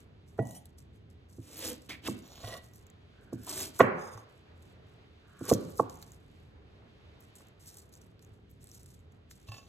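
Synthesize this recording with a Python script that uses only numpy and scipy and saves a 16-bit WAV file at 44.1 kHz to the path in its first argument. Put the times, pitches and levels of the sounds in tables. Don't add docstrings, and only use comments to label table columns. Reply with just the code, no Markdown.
import sys
import numpy as np
from scipy import signal
from scipy.fft import rfft, irfft
from scipy.io import wavfile
from scipy.ndimage import uniform_filter1d, map_coordinates

SR = 44100
rng = np.random.default_rng(int(sys.argv[2]) if len(sys.argv) > 2 else 0)


def pcm_store(signal):
    levels = np.round(np.clip(np.atleast_2d(signal), -1, 1) * 32767)
    wavfile.write(sys.argv[1], SR, levels.astype(np.int16).T)


def invert_db(x):
    u = np.asarray(x, float) / 20
    return 10 ** u


N = 426888
T = np.arange(N) / SR
HZ = np.maximum(np.arange(N // 2 + 1) * SR / N, 1)

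# (pitch [Hz], level [dB])
HUM = [(15, -45), (25, -20), (87, 2), (119, -4), (192, -10.5), (363, -15.5), (425, -12.5), (485, -19),
       (802, -25), (868, -27), (1130, -27.5), (3730, -33.5), (5000, -42), (8000, -55), (10000, -52.5),
       (11400, -57), (14000, -70)]
HUM_DB = -56.5
# (time [s], level [dB])
AIR = [
    [(0, 1), (1, -2), (2.5, 2), (4.3, 4), (5.2, 4.5), (6.2, 2), (6.8, 4), (7.5, 3.5), (8.3, 0), (9, -2.5),
     (9.68, 1)],
]
PATCHY_DB = 1.5

# (start [s], level [dB], hold [s])
RUSTLES = [(0.0, -60, 0), (0.27, -68.5, 0.061), (0.38, -62.5, 0.026), (0.655, -73.5, 0.038),
           (0.784, -55.5, 0), (0.93, -75.5, 0.039), (1.102, -68, 0), (1.292, -66.5, 0.15),
           (1.81, -64.5, 0.06), (2.08, -43.5, 0.024), (2.17, -62, 0.024), (2.62, -63.5, 0.056),
           (2.734, -62.5, 0.069), (3.212, -73.5, .05), (3.33, -58, 0.012), (3.791, -37.5, 0),
           (4.292, -73.5, 0.094), (4.56, -75, 0.16), (4.625, -67, 0), (4.87, -78, 0.069),
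           (5.274, -74.5, 0.19), (5.395, -60.5, 0.019), (5.505, -33, 0.011), (5.6, -58.5, 0.17),
           (5.78, -47.5, 0.014), (5.83, -72, 0.031), (5.899, -55, 0), (5.93, -64, 0.22), (6.2, -79, 0.29)]
# (start [s], level [dB], hold [s])
GRIPS = [(7.21, -62, 0.011), (7.36, -57.5, 0.029), (7.6, -62, 0.076), (7.675, -53.5, 0.022),
         (7.75, -55, 0.039), (7.93, -56.5, 0), (8.02, -63.5, 0), (8.22, -65, 0), (8.33, -73, 0.0045),
         (8.5, -70, 0.0087), (8.615, -62.5, 0.19), (8.742, -56.5, 0.0028), (8.86, -64.5, 0.083),
         (9.12, -82, 0.034), (9.31, -56, 0.0053), (9.36, -75, 0.13)]
# (time [s], level [dB])
CUTS = [
    [(1.42, -71.5), (1.49, -60.5), (1.566, -55), (1.58, -51), (1.65, -42), (1.706, -46), (1.8, -74)],
    [(1.888, -72), (1.894, -53.5), (1.924, -57.5), (2.018, -90.5)],
    [(2.018, -79), (2.06, -51.5), (2.08, -43.5)],
    [(3.38, -71), (3.466, -55.5), (3.48, -44.5), (3.552, -43), (3.61, -40.5), (3.66, -45.5), (3.726, -67),
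     (3.766, -55), (3.785, -60.5)],
    [(5.43, -57), (5.476, -49), (5.496, -35.5), (5.505, -33.5)],
]
# (tearing [dB], boom of the packed leaves [dB], upper board notes [dB])
CUT_MIX = [
    (-2.5, 3, -16.5),
    (10.5, 10.5, -22),
    (8.5, 1.5, -13),
    (-7, 0, -14),
    (-7.5, 1, -1.5),
]
# (pitch [Hz], level [dB], ring time [s])
HEADS = [
    [(318, 4.5, 0.072), (486, 4.5, 0.036)],
    [(280, 8, 0.14), (606, -11, 0.08)],
    [(300, 15.5, 0.08), (606, -25, .04)],
    [(317, -3.5, .07), (380, 0, .07), (650, -4.5, 0.032)],
    [(272, -2.5, 0.11), (470, 7.5, .04)],
]
# (pitch [Hz], level [dB])
LEAF = [(2500, -22), (4100, 1), (5100, -1), (6200, -3), (8000, -1), (10000, 0), (12500, -9.5),
        (14300, -5.5), (15500, -19.5), (16500, -54)]
# (pitch [Hz], level [dB])
TEARING = [(900, -7), (1400, -9), (2200, -5), (3000, -2), (3700, -1.5), (5000, -7.5), (7000, -26)]

# (pitch [Hz], level [dB], ring time [s])
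ROOM = [(90.04, -11.5, 0.27), (193.6, 2, 0.65), (455, -9.5, 0.74), (985, -9, 0.98), (1980, -10, 0.56),
        (3300, -15.5, 0.8), (5300, -30, .25), (9000, -28, .2)]
HUSH_DB = -57

# (time [s], peak [dB], then relative to it: low notes [dB], upper notes [dB], hard crack [dB])
KNOCKS = [(0.39, -28.5, -1, -37, -7.5), (1.383, -47.5, 7, -26.5, -21), (2.083, -30, 0, -5, -21.5),
          (3.327, -33.5, 2, -18, -41.5), (3.8055, -3, -18.5, -7, -3.5), (4.175, -47, -10, -1.5, 2),
          (5.41, -37.5, 4, -15.5, -29.5), (5.496, -39, -1, -23, -41), (5.515, -8.5, -9, -23.5, -31),
          (5.528, -25, -1.5, -15, -8.5), (5.617, -55.5, 18, -38.5, -21), (5.797, -15, -13, -4, -21),
          (7.405, -55.5, -6, -4.5, 1), (3.8132, -21, -10.5, -10, 6)]
# (pitch [Hz], level [dB], ring time [s])
BOARD = [(104, -0.5, 0.71), (119.6, 3, 0.51), (177, 5.5, 0.11), (271.6, 2, 0.11), (330, 3, 0.1),
         (471, 1.5, 0.038), (508.4, -0.5, 0.034), (650, 0, 0.028), (780, -15.5, 0.038), (872, 5, 0.03215),
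         (1121, 10, 0.065), (1453, 2.5, 0.12), (1664, -15.5, 0.04), (1901, -0.5, 0.04), (2180, -17, 0.034),
         (2460, -26.5, .012), (3250, -22.5, 0.036), (3150, -30.5, .01)]
# (pitch [Hz], level [dB], ring time [s])
RIM = [(458, -1, 0.09), (655, 1.5, 0.087), (693, -4, 0.21), (800, -3, 0.069)]
# (pitch [Hz], level [dB], ring time [s])
ROCK = [(118.2, 0, .35), (141, -3, 0.23)]
# (time of the knock [s], level under it [dB], swell [s])
LEAD_INS = [
    (.389, -18.5, 0.006),
    (2.086, -37, .004),
    (3.805, -27, .015),
    (5.515, -49, .0045),
    (5.796, -30, 0.0046),
]
THUD_DB = -10
# (time [s], energy [dB], lowest [Hz], highest [Hz])
BLASTS = [(.391, -6, 151, 450), (.391, -3, 470, 880), (2.085, -4.5, 175, 500), (3.807, 13, 330, 800),
          (3.807, 14, 800, 2050), (3.807, -15, 2278, 4000), (3.806, 2.5, 146, 300), (5.516, 6, 162, 650),
          (5.515, -12, 650, 1600), (5.798, -6.5, 247, 890), (5.798, -7.5, 873, 1350),
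          (3.329, -12.5, 120, 500)]
DIRECT_DB = -11

# (time [s], level [dB])
SCRAPES = [
    [(2.22, -69.5), (2.262, -65), (2.36, -59), (2.43, -57)],
    [(9.47, -68), (9.488, -56.5), (9.51, -75), (9.518, -54.5), (9.652, -71.5), (9.68, -67)],
    [(2.43, -54), (2.45, -51.5), (2.54, -50), (2.575, -55.5), (2.618, -79.5), (2.64, -68)],
]
# (grain rasp [dB], shaken board [dB])
SCRAPE_MIX = [
    (4, 2.5),
    (1, 0.5),
    (2, 7),
]
# (time [s], level [dB])
SLIDES = [
    [(0.42, -65), (0.446, -75), (0.452, -60.5), (0.56, -51.5), (0.638, -77), (0.66, -73)],
    [(3.95, -76.5), (4.02, -57), (4.124, -65), (4.146, -56), (4.166, -73), (4.174, -62), (4.24, -74)],
]
# (pitch [Hz], level [dB], ring time [s])
STEEL = [
    [(3440, -6.5, .03), (3930, -6, .03), (5800, 3, .04), (6700, 4, 0.043), (7140, -0.5, .04),
     (8700, -5.5, .04), (12100, -5, .05)],
    [(3000, 1.5, .08), (3590, -2, .05), (5840, 0.5, 0.051), (6300, 0, .04), (6910, 1.5, 0.041),
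     (8580, -5, .06), (12100, -9.5, .06)],
    [(2920, 1, 0.1), (3660, 4.5, 0.056), (4070, -7.5, .04), (4880, -11, .06), (5750, 0.5, 0.048),
     (6460, -15.5, 0.043), (6800, -10.5, .04), (7200, -3, 0.044), (8840, 2.5, .04), (10400, -10.5, .07),
     (10750, -6, .03), (12100, -7.5, .05), (13400, -17, .03)],
    [(3000, -2, .07), (3240, -8.5, .08), (4000, -16, .07), (4880, -17, .07), (5700, -5, .06),
     (6170, -5, 0.098), (6700, -6, .03), (7170, -6, .07), (8900, 8, .06), (10300, -3, .08),
     (11900, -8, .05), (12100, -6, .06), (13400, -11, .05)],
    [(3620, 3, .08), (5060, 5, 0.067), (6150, 2.5, 0.022), (6560, 1, 0.035), (7140, -4, .04),
     (8620, 3.5, .03), (11200, -10.5, .03), (12000, -9, .025)],
]
# (time [s], level [dB])
BLADE_TAPS = [
    (.392, -65.5),
    (2.44, -70),
    (2.47, -82),
    (2.5, -69),
    (2.525, -60),
    (2.55, -64),
    (2.58, -71.5),
]
# (pitch [Hz], level [dB], ring time [s])
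FREE = [(1938, -2, .5), (1946, -9, .3)]
# (time [s], level [dB])
BOUNCES = [
    (9.486, -47.5),
    (9.519, -40.5),
    (9.543, -47.5),
    (9.566, -55),
    (9.582, -47.5),
    (9.6, -58),
    (9.63, -60),
]
# (pitch [Hz], level [dB], ring time [s])
PRESSED = [(834, -10, 0.14), (1103, -1.5, 0.072), (1750, -12.5, 0.14), (2670, 0.5, 0.073),
           (3000, -14, 0.099), (3570, -14, 0.11), (4870, -5, 0.11)]
# (pitch [Hz], level [dB], ring time [s])
SCRAPED = [(682, 8, 0.02), (1096, 5, 0.025), (1383, -6, .03)]
# (pitch [Hz], level [dB])
GRAIN = [(900, -3), (1400, -13.5), (2200, -7.5), (3000, -2), (3600, 3.5), (4400, 2.5), (5200, -5.5),
         (7000, -21)]
FLEX_S = 1.1e-4

# (time [s], peak [dB], pitch [Hz], low part, relative [dB])
SNAPS = [(0.4537, -43, 6900, -23), (0.4897, -53, 6600, -19), (0.6557, -40, 8900, -8),
         (1.4333, -53, 5690, -13), (1.5313, -37.5, 8660, -11.5), (1.5788, -29.5, 12100, -12.5),
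         (1.6863, -24, 12500, -8), (1.8946, -33.5, 6000, -39), (2.0527, -36.5, 7500, 17),
         (2.1725, -54, 7180, -14), (2.2775, -44.5, 7030, -6), (3.3323, -52, 10760, -15),
         (3.468, -29.5, 9000, -21), (3.4945, -27, 8110, -14.5), (3.5783, -21, 8506, -7.5),
         (3.7486, -45, 6052, -1), (3.7915, -24.5, 11330, -20.5), (4.1752, -44.5, 6100, -18),
         (5.4367, -41.5, 7170, -18), (5.454, -33, 7700, -24), (5.4919, -23.5, 5930, -19),
         (5.5368, -17, 6366, -24), (5.7745, -34.5, 12130, -25), (5.897, -35.5, 6530, -5.5),
         (6.0255, -32, 6600, -2), (8.1929, -46, 7330, 5.5), (9.3117, -37, 6500, 3.5),
         (9.4843, -58, 6780, -22), (9.5197, -47, 6700, 15), (9.5413, -46, 5440, 7.5),
         (1.57, -33, 11500, -4.5), (1.591, -29, 12520, -14), (1.595, -32.5, 12260, -24),
         (1.6249, -29.5, 8130, -6.5), (1.6504, -26.5, 7050, 0), (1.701, -32.5, 12000, -10),
         (3.4348, -43, 11470, -7.5), (3.4478, -37, 12100, -12), (3.5061, -28.5, 8200, -4),
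         (3.513, -31, 8075, -9.5), (3.591, -30.5, 12950, -15), (3.6034, -21, 12110, -12.5),
         (3.61, -24.5, 6800, -11.5), (3.626, -30.5, 7516, -4), (3.762, -40.5, 12340, -13.5)]
# (time [s], peak [dB], pitch [Hz])
TICKS = [(0.7841, -53, 8050), (2.642, -44, 6000), (2.7357, -46, 6100), (2.7593, -41, 11800),
         (2.8672, -47.5, 7000), (2.9011, -43.5, 7000), (4.6248, -50.5, 7900), (5.3922, -42, 7990),
         (5.704, -41, 11760), (5.9555, -42, 6700), (6.119, -40, 6900), (7.2058, -44, 12700),
         (7.3544, -39.5, 8740), (7.4849, -49.5, 6940), (7.66, -40.5, 5570), (7.675, -36.5, 8800),
         (7.7702, -36.5, 8700), (7.7916, -38.5, 8000), (7.9259, -50, 7000), (8.0166, -45, 6570),
         (8.2249, -52, 6790), (8.5138, -45, 12560), (8.6313, -48.5, 8640), (8.6716, -42.5, 8200),
         (8.7155, -39.5, 6100), (8.7453, -43.5, 6440), (8.832, -42, 8650), (8.8603, -41, 8600),
         (8.9376, -56, 8360), (9.414, -53.5, 6680), (7.3713, -42, 8350), (7.385, -49, 8000),
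         (7.47, -52, 7300), (7.7449, -51, 6700), (7.893, -52, 7300), (7.953, -42.5, 6930),
         (8.068, -63, 12000), (8.248, -48.5, 6780), (8.5026, -53, 13100), (8.6423, -38, 8760),
         (8.6902, -46, 7730), (8.9915, -58, 6980), (9.1219, -57, 6820), (9.43, -56, 6300),
         (5.972, -46.5, 6800), (6.017, -42.5, 6460), (5.755, -48.5, 6800), (2.713, -59, 7200),
         (2.815, -62, 8000), (0.471, -38.5, 7160), (.51, -36, 6900)]
TICK_LOW_DB = -14.5
TICK_SPAN = 1.14

# (time [s], level [dB])
THUMPS = [
    (2.441, -52),
    (4.15, -57),
    (9.488, -53),
    (0.81, -66.5),
    (3.35, -55),
    (1.39, -57),
]
# (pitch [Hz], level [dB], ring time [s])
TABLE = [(109.6, 2.5, 0.17)]

# (start [s], end [s], start level [dB], end level [dB], pitch [Hz])
SQUEALS = [
    (3.13, 3.49, -72, -71, 1530),
    (5.22, 5.48, -73, -58, 1410),
    (1.905, 1.955, -42, -52, 2190),
    (3.468, 3.54, -52, -56, 1000),
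]
SQUEAL_WIDTH_HZ = [450, 700, 900, 600]

# (pitch [Hz], share [0 to 1])
UNLIKE = [(100, 0.12), (400, 0.54), (1000, 0.74), (2500, 0.78), (4500, 0.9), (6500, 0.034), (15000, 0.04)]
# (pitch [Hz], turn [radians])
CASE_TURN = [(2300, 0), (2800, .35), (3400, 1.0), (4100, 1.6), (4500, 1.7), (4900, .8), (5500, 0)]
NEAR_SCATTER = .14
PORT_LAG_S, PORT_TURN, PORT_HZ, TOP_HZ = 1.905e-4, 2.12, 700, 16450
NOTCH_HZ, NOTCH_WIDTH_HZ, NOTCH_DB = 9850, 450, 7


def unit(x):
    return x / np.sqrt(np.mean(x ** 2))


def along(table):
    hz, value = np.transpose(table)
    return np.interp(np.log(HZ), np.log(hz), value)


def colour(x, table):
    return unit(irfft(rfft(x) * invert_db(along(table)), N))


def between(x, low_hz, high_hz, order=2):
    return signal.sosfilt(signal.butter(order, [low_hz, high_hz], "band", fs=SR, output="sos"), x)


def above(x, hz):
    return signal.sosfilt(signal.butter(2, hz, "high", fs=SR, output="sos"), x)


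def fade(t, t60):
    return np.exp(-np.log(1000) * t / t60)


def mixed(curves, mix, order):
    total = 0
    for curve, row in zip(curves, mix):
        s, db = np.transpose(curve)
        total = total + invert_db(row[order]) * invert_db(np.interp(T, s, db, -200, -200))
    return total


def gains(curves):
    return mixed(curves, [(0,)] * len(curves), order=0)


def ring(push, modes):
    out = 0
    for hz, db, t60 in modes:
        r, turn = fade(1 / SR, t60), 2 * np.pi * hz / SR
        note = signal.lfilter([1], [1, -2 * r * np.cos(turn), r * r], push)
        out = out + invert_db(db) * np.sqrt(1 - r) * np.sin(turn) * note
    return out


def add(track, s, sound):
    i = int(s * SR)
    track[i:i + len(sound)] += sound[:N - i]


def cracks(rate, spread_db, smear_s):
    size = invert_db(spread_db * np.minimum(rng.exponential(size=N), 4.5))
    snaps = (rng.random(N) < rate / SR) * size
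    puffs = signal.lfilter([1], [1, -np.exp(-1 / (smear_s * SR))], snaps)
    return unit(rng.standard_normal(N) * puffs)


def jolts(table):
    out = np.zeros(N)
    for s, db in table:
        add(out, s, invert_db(db + 48.5) * np.ones(1))
    return out


def stirs(table, rise_db_s, fade_db_s):
    out, early = np.zeros(N), .05
    t = T[:SR // 2] - early
    for s, db, hold in table:
        shape = invert_db(db + rise_db_s * np.minimum(t, 0) - fade_db_s * np.maximum(t - hold, 0))
        add(out, max(s - early, 0), shape[int(max(early - s, 0) * SR):])
    return out


def wander(rate):
    smooth = uniform_filter1d(rng.standard_normal(N), SR // rate)
    return unit(uniform_filter1d(smooth, SR // rate))


def hum():
    sway = wander(rate=3)
    both = invert_db(HUM_DB) * np.array([colour(rng.standard_normal(N), HUM) for _ in range(2)])
    spectrum = rfft(both)
    bass, middle = (irfft(spectrum / (1 + (HZ / hz) ** 4), N) for hz in (450, 1800))
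    air = (middle - bass) * invert_db(PATCHY_DB * wander(rate=9))
    air = air + (both - middle) * invert_db(PATCHY_DB * wander(rate=12))
    return bass * invert_db(1.4 * sway) + air * gains(AIR)


def leaves():
    fibres = cracks(2500, spread_db=3.0, smear_s=.001)
    fibres = fibres + .3 * cracks(200, spread_db=4.0, smear_s=.0004)
    cut = colour(fibres, LEAF) * gains(CUTS) * invert_db(3.0)
    tearing = colour(cracks(3800, spread_db=0.0, smear_s=0.0037), TEARING)
    tearing = tearing * mixed(CUTS, CUT_MIX, order=0) * invert_db(4.5)
    stirring = stirs(RUSTLES, 2500, 380) + stirs(GRIPS, 1450, 225)
    rustle = colour(cracks(1000, spread_db=2.5, smear_s=0.0019), LEAF) * stirring * invert_db(-1.5)

    force = cracks(830, spread_db=1.0, smear_s=0.0019)
    low = 0
    for curve, mix, modes in zip(CUTS, CUT_MIX, HEADS):
        low = low + ring(force * mixed([curve], [mix], order=1), modes)
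    damped = [(hz, db, min(t60, .035)) for hz, db, t60 in BOARD[8:12]]
    high = ring(force * mixed(CUTS, CUT_MIX, order=2), damped)
    high = high + ring(force * mixed(SCRAPES, SCRAPE_MIX, order=1), SCRAPED)
    return cut + tearing + rustle + invert_db(-1.5) * above(low, 210) + invert_db(-6.5) * high


def room(x):
    t, tail = T[:SR], 0
    for hz, db, t60 in ROOM:
        band = between(rng.standard_normal((2, SR)), hz / 1.5, hz * 1.5)
        tail = tail + invert_db(db) * band * fade(t, t60) / np.sqrt(t60 * SR / 14)
    tail = tail * (1 - np.exp(-(t / .014) ** 2))
    wet = signal.fftconvolve(x[None], tail, axes=1)[:, :N]
    power = np.abs(uniform_filter1d(np.mean(wet ** 2, axis=0), SR // 25))
    return wet * power / (power + invert_db(2 * HUSH_DB))


def knocks():
    out, t = np.zeros(N), T[:SR // 3]
    hz, db, t60 = np.transpose(BOARD)[:, :, None]
    t60 = np.minimum(t60, 28 / hz)
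    lead = T[:SR // 75] - T[SR // 75]
    chances = rng.standard_normal((len(KNOCKS), len(lead)))
    for (s, peak_db, low, upper, crack), chance in zip(KNOCKS, chances):
        weight = np.interp(hz, [180, 250, 340, 450, 700, 850, 1100, 1400],
                           [low + THUD_DB, low, low, 0, 0, upper, upper, crack])
        spread = 1 + .004 * chance[:len(hz), None]
        waves = np.sin(2 * np.pi * hz * spread * t) * fade(t, t60)
        swing = (1 - np.exp(-t / (.0004 + 0.54 / hz))) ** 2
        blow = np.sum(invert_db(db + weight) * waves * swing, axis=0)
        dry_crack = between(chance * np.exp(-T[:len(lead)] / 0.014), 1600, 3400)
        add(blow, 0, invert_db(crack - 11.5) * dry_crack)
        blow = blow * invert_db(peak_db + 2.5)
        add(out, s - .0012, blow)
        for at, lead_in_db, swell_s in LEAD_INS:
            if abs(at - s) < .006:
                swell = chance * np.exp(lead / swell_s) * np.sqrt(1 + lead / -lead[0])
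                lead_in = between(signal.fftconvolve(blow, swell), 500, 1700)
                add(out, s + lead[0], invert_db(lead_in_db + 5.5) * lead_in)
    push = np.hanning(SR // 700) / (SR // 1400)
    first = np.convolve(jolts([(KNOCKS[0][0], -42)]), push)[:N]
    out = out + ring(first, RIM + ROCK[:1]) - ring(first, ROCK[1:])
    return above(out, 60)


def blasts():
    out = np.zeros(N)
    for s, db, low_hz, high_hz in BLASTS:
        pulse = between(1. * (T[:SR // 20] == 0), low_hz, high_hz, order=3)
        add(out, s, invert_db(db) * pulse / np.sqrt(np.sum(pulse ** 2)))
    return out


def blade():
    slip = cracks(600, spread_db=3.0, smear_s=0.0027)
    song = 0
    for stroke, modes in zip(SCRAPES + SLIDES, STEEL):
        song = song + ring(slip * gains([stroke]), modes)
    song = song + invert_db(-18.5) * ring(jolts(BOUNCES), PRESSED)
    song = map_coordinates(song, [(T + FLEX_S * wander(rate=25)) * SR], mode="nearest")
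    song = invert_db(-2.5) * song + invert_db(6.5) * ring(jolts(BLADE_TAPS), FREE)
    drag = gains(SCRAPES + SLIDES)
    hiss = drag * invert_db(-6.0) * colour(cracks(3000, spread_db=-1.0, smear_s=0.00048), LEAF)
    rasp = mixed(SCRAPES, SCRAPE_MIX, order=0)
    grain = invert_db(2.5) * rasp * colour(cracks(1300, spread_db=3.0, smear_s=0.001), GRAIN)
    return song + hiss + grain


def ticks():
    out, t = np.zeros(N), T[:SR // 20]
    rows = SNAPS + [row + (TICK_LOW_DB,) for row in TICKS]
    for s, peak_db, hz, low in rows:
        snap = rng.standard_normal(len(t)) * (np.exp(-t / 0.00048) + 0.11 * np.exp(-t / 0.0071))
        bands = [(hz / TICK_SPAN, hz * TICK_SPAN, -3.0), (5000, 14500, -10),
                 (3400, 4800, low + 7), (1500, 3000, low - 2.5)]
        sound = sum(invert_db(db) * between(snap, low_hz, high_hz) for low_hz, high_hz, db in bands)
        add(out, s, invert_db(peak_db - 0.5) * sound / np.abs(sound).max())
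    return out


def thumps():
    pushes = uniform_filter1d(jolts(THUMPS), SR // 250)
    return above(ring(pushes, TABLE), 60)


def squeals():
    out = 0
    for (start, end, start_db, end_db, hz), width_hz in zip(SQUEALS, SQUEAL_WIDTH_HZ):
        swell = gains([[(start, start_db), (end, end_db)]])
        out = out + swell * wander(width_hz) * np.sin(2 * np.pi * hz * T)
    return invert_db(7.0) * out


def scene():
    wood = knocks()
    rest = leaves() + blade() + ticks() + thumps() + squeals()
    near = wood + rest
    scatter = rng.standard_normal(300) * np.exp(-T[:300] / 0.0007)
    flat = irfft(np.exp(1j * np.angle(rfft(scatter, 512))))
    scattered = NEAR_SCATTER * signal.fftconvolve(near, flat)[:N]
    walls = room(rest + invert_db(DIRECT_DB) * wood + blasts())
    return np.array([near, scattered]) + walls + hum()


def band_limit(x):
    return signal.sosfilt(signal.butter(12, 16530, fs=SR, output="sos"), x)


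def record(dry):
    share = np.clip(along(UNLIKE), 0, .99)
    passband = (HZ < TOP_HZ) * invert_db(-NOTCH_DB * np.exp(-((HZ - NOTCH_HZ) / NOTCH_WIDTH_HZ) ** 4))
    shared, apart = rfft(dry) * passband
    shared, apart = shared * np.sqrt(1 - share ** 2), apart * share
    angle = along(CASE_TURN) + PORT_TURN * (1 - np.exp(-HZ / PORT_HZ)) - 2 * np.pi * HZ * PORT_LAG_S
    lean = invert_db(along([(60, .4), (300, 1.6), (2500, 1.6), (5000, .1)]) / 2)
    ports = irfft([(shared + apart) / lean, (shared - apart) * np.exp(1j * angle) * lean], N)
    ports = ports / (1 + ports ** 4) ** (1 / 4)
    return band_limit(above(ports, 30))


dry = scene()
out = record(dry)
pcm_store(out)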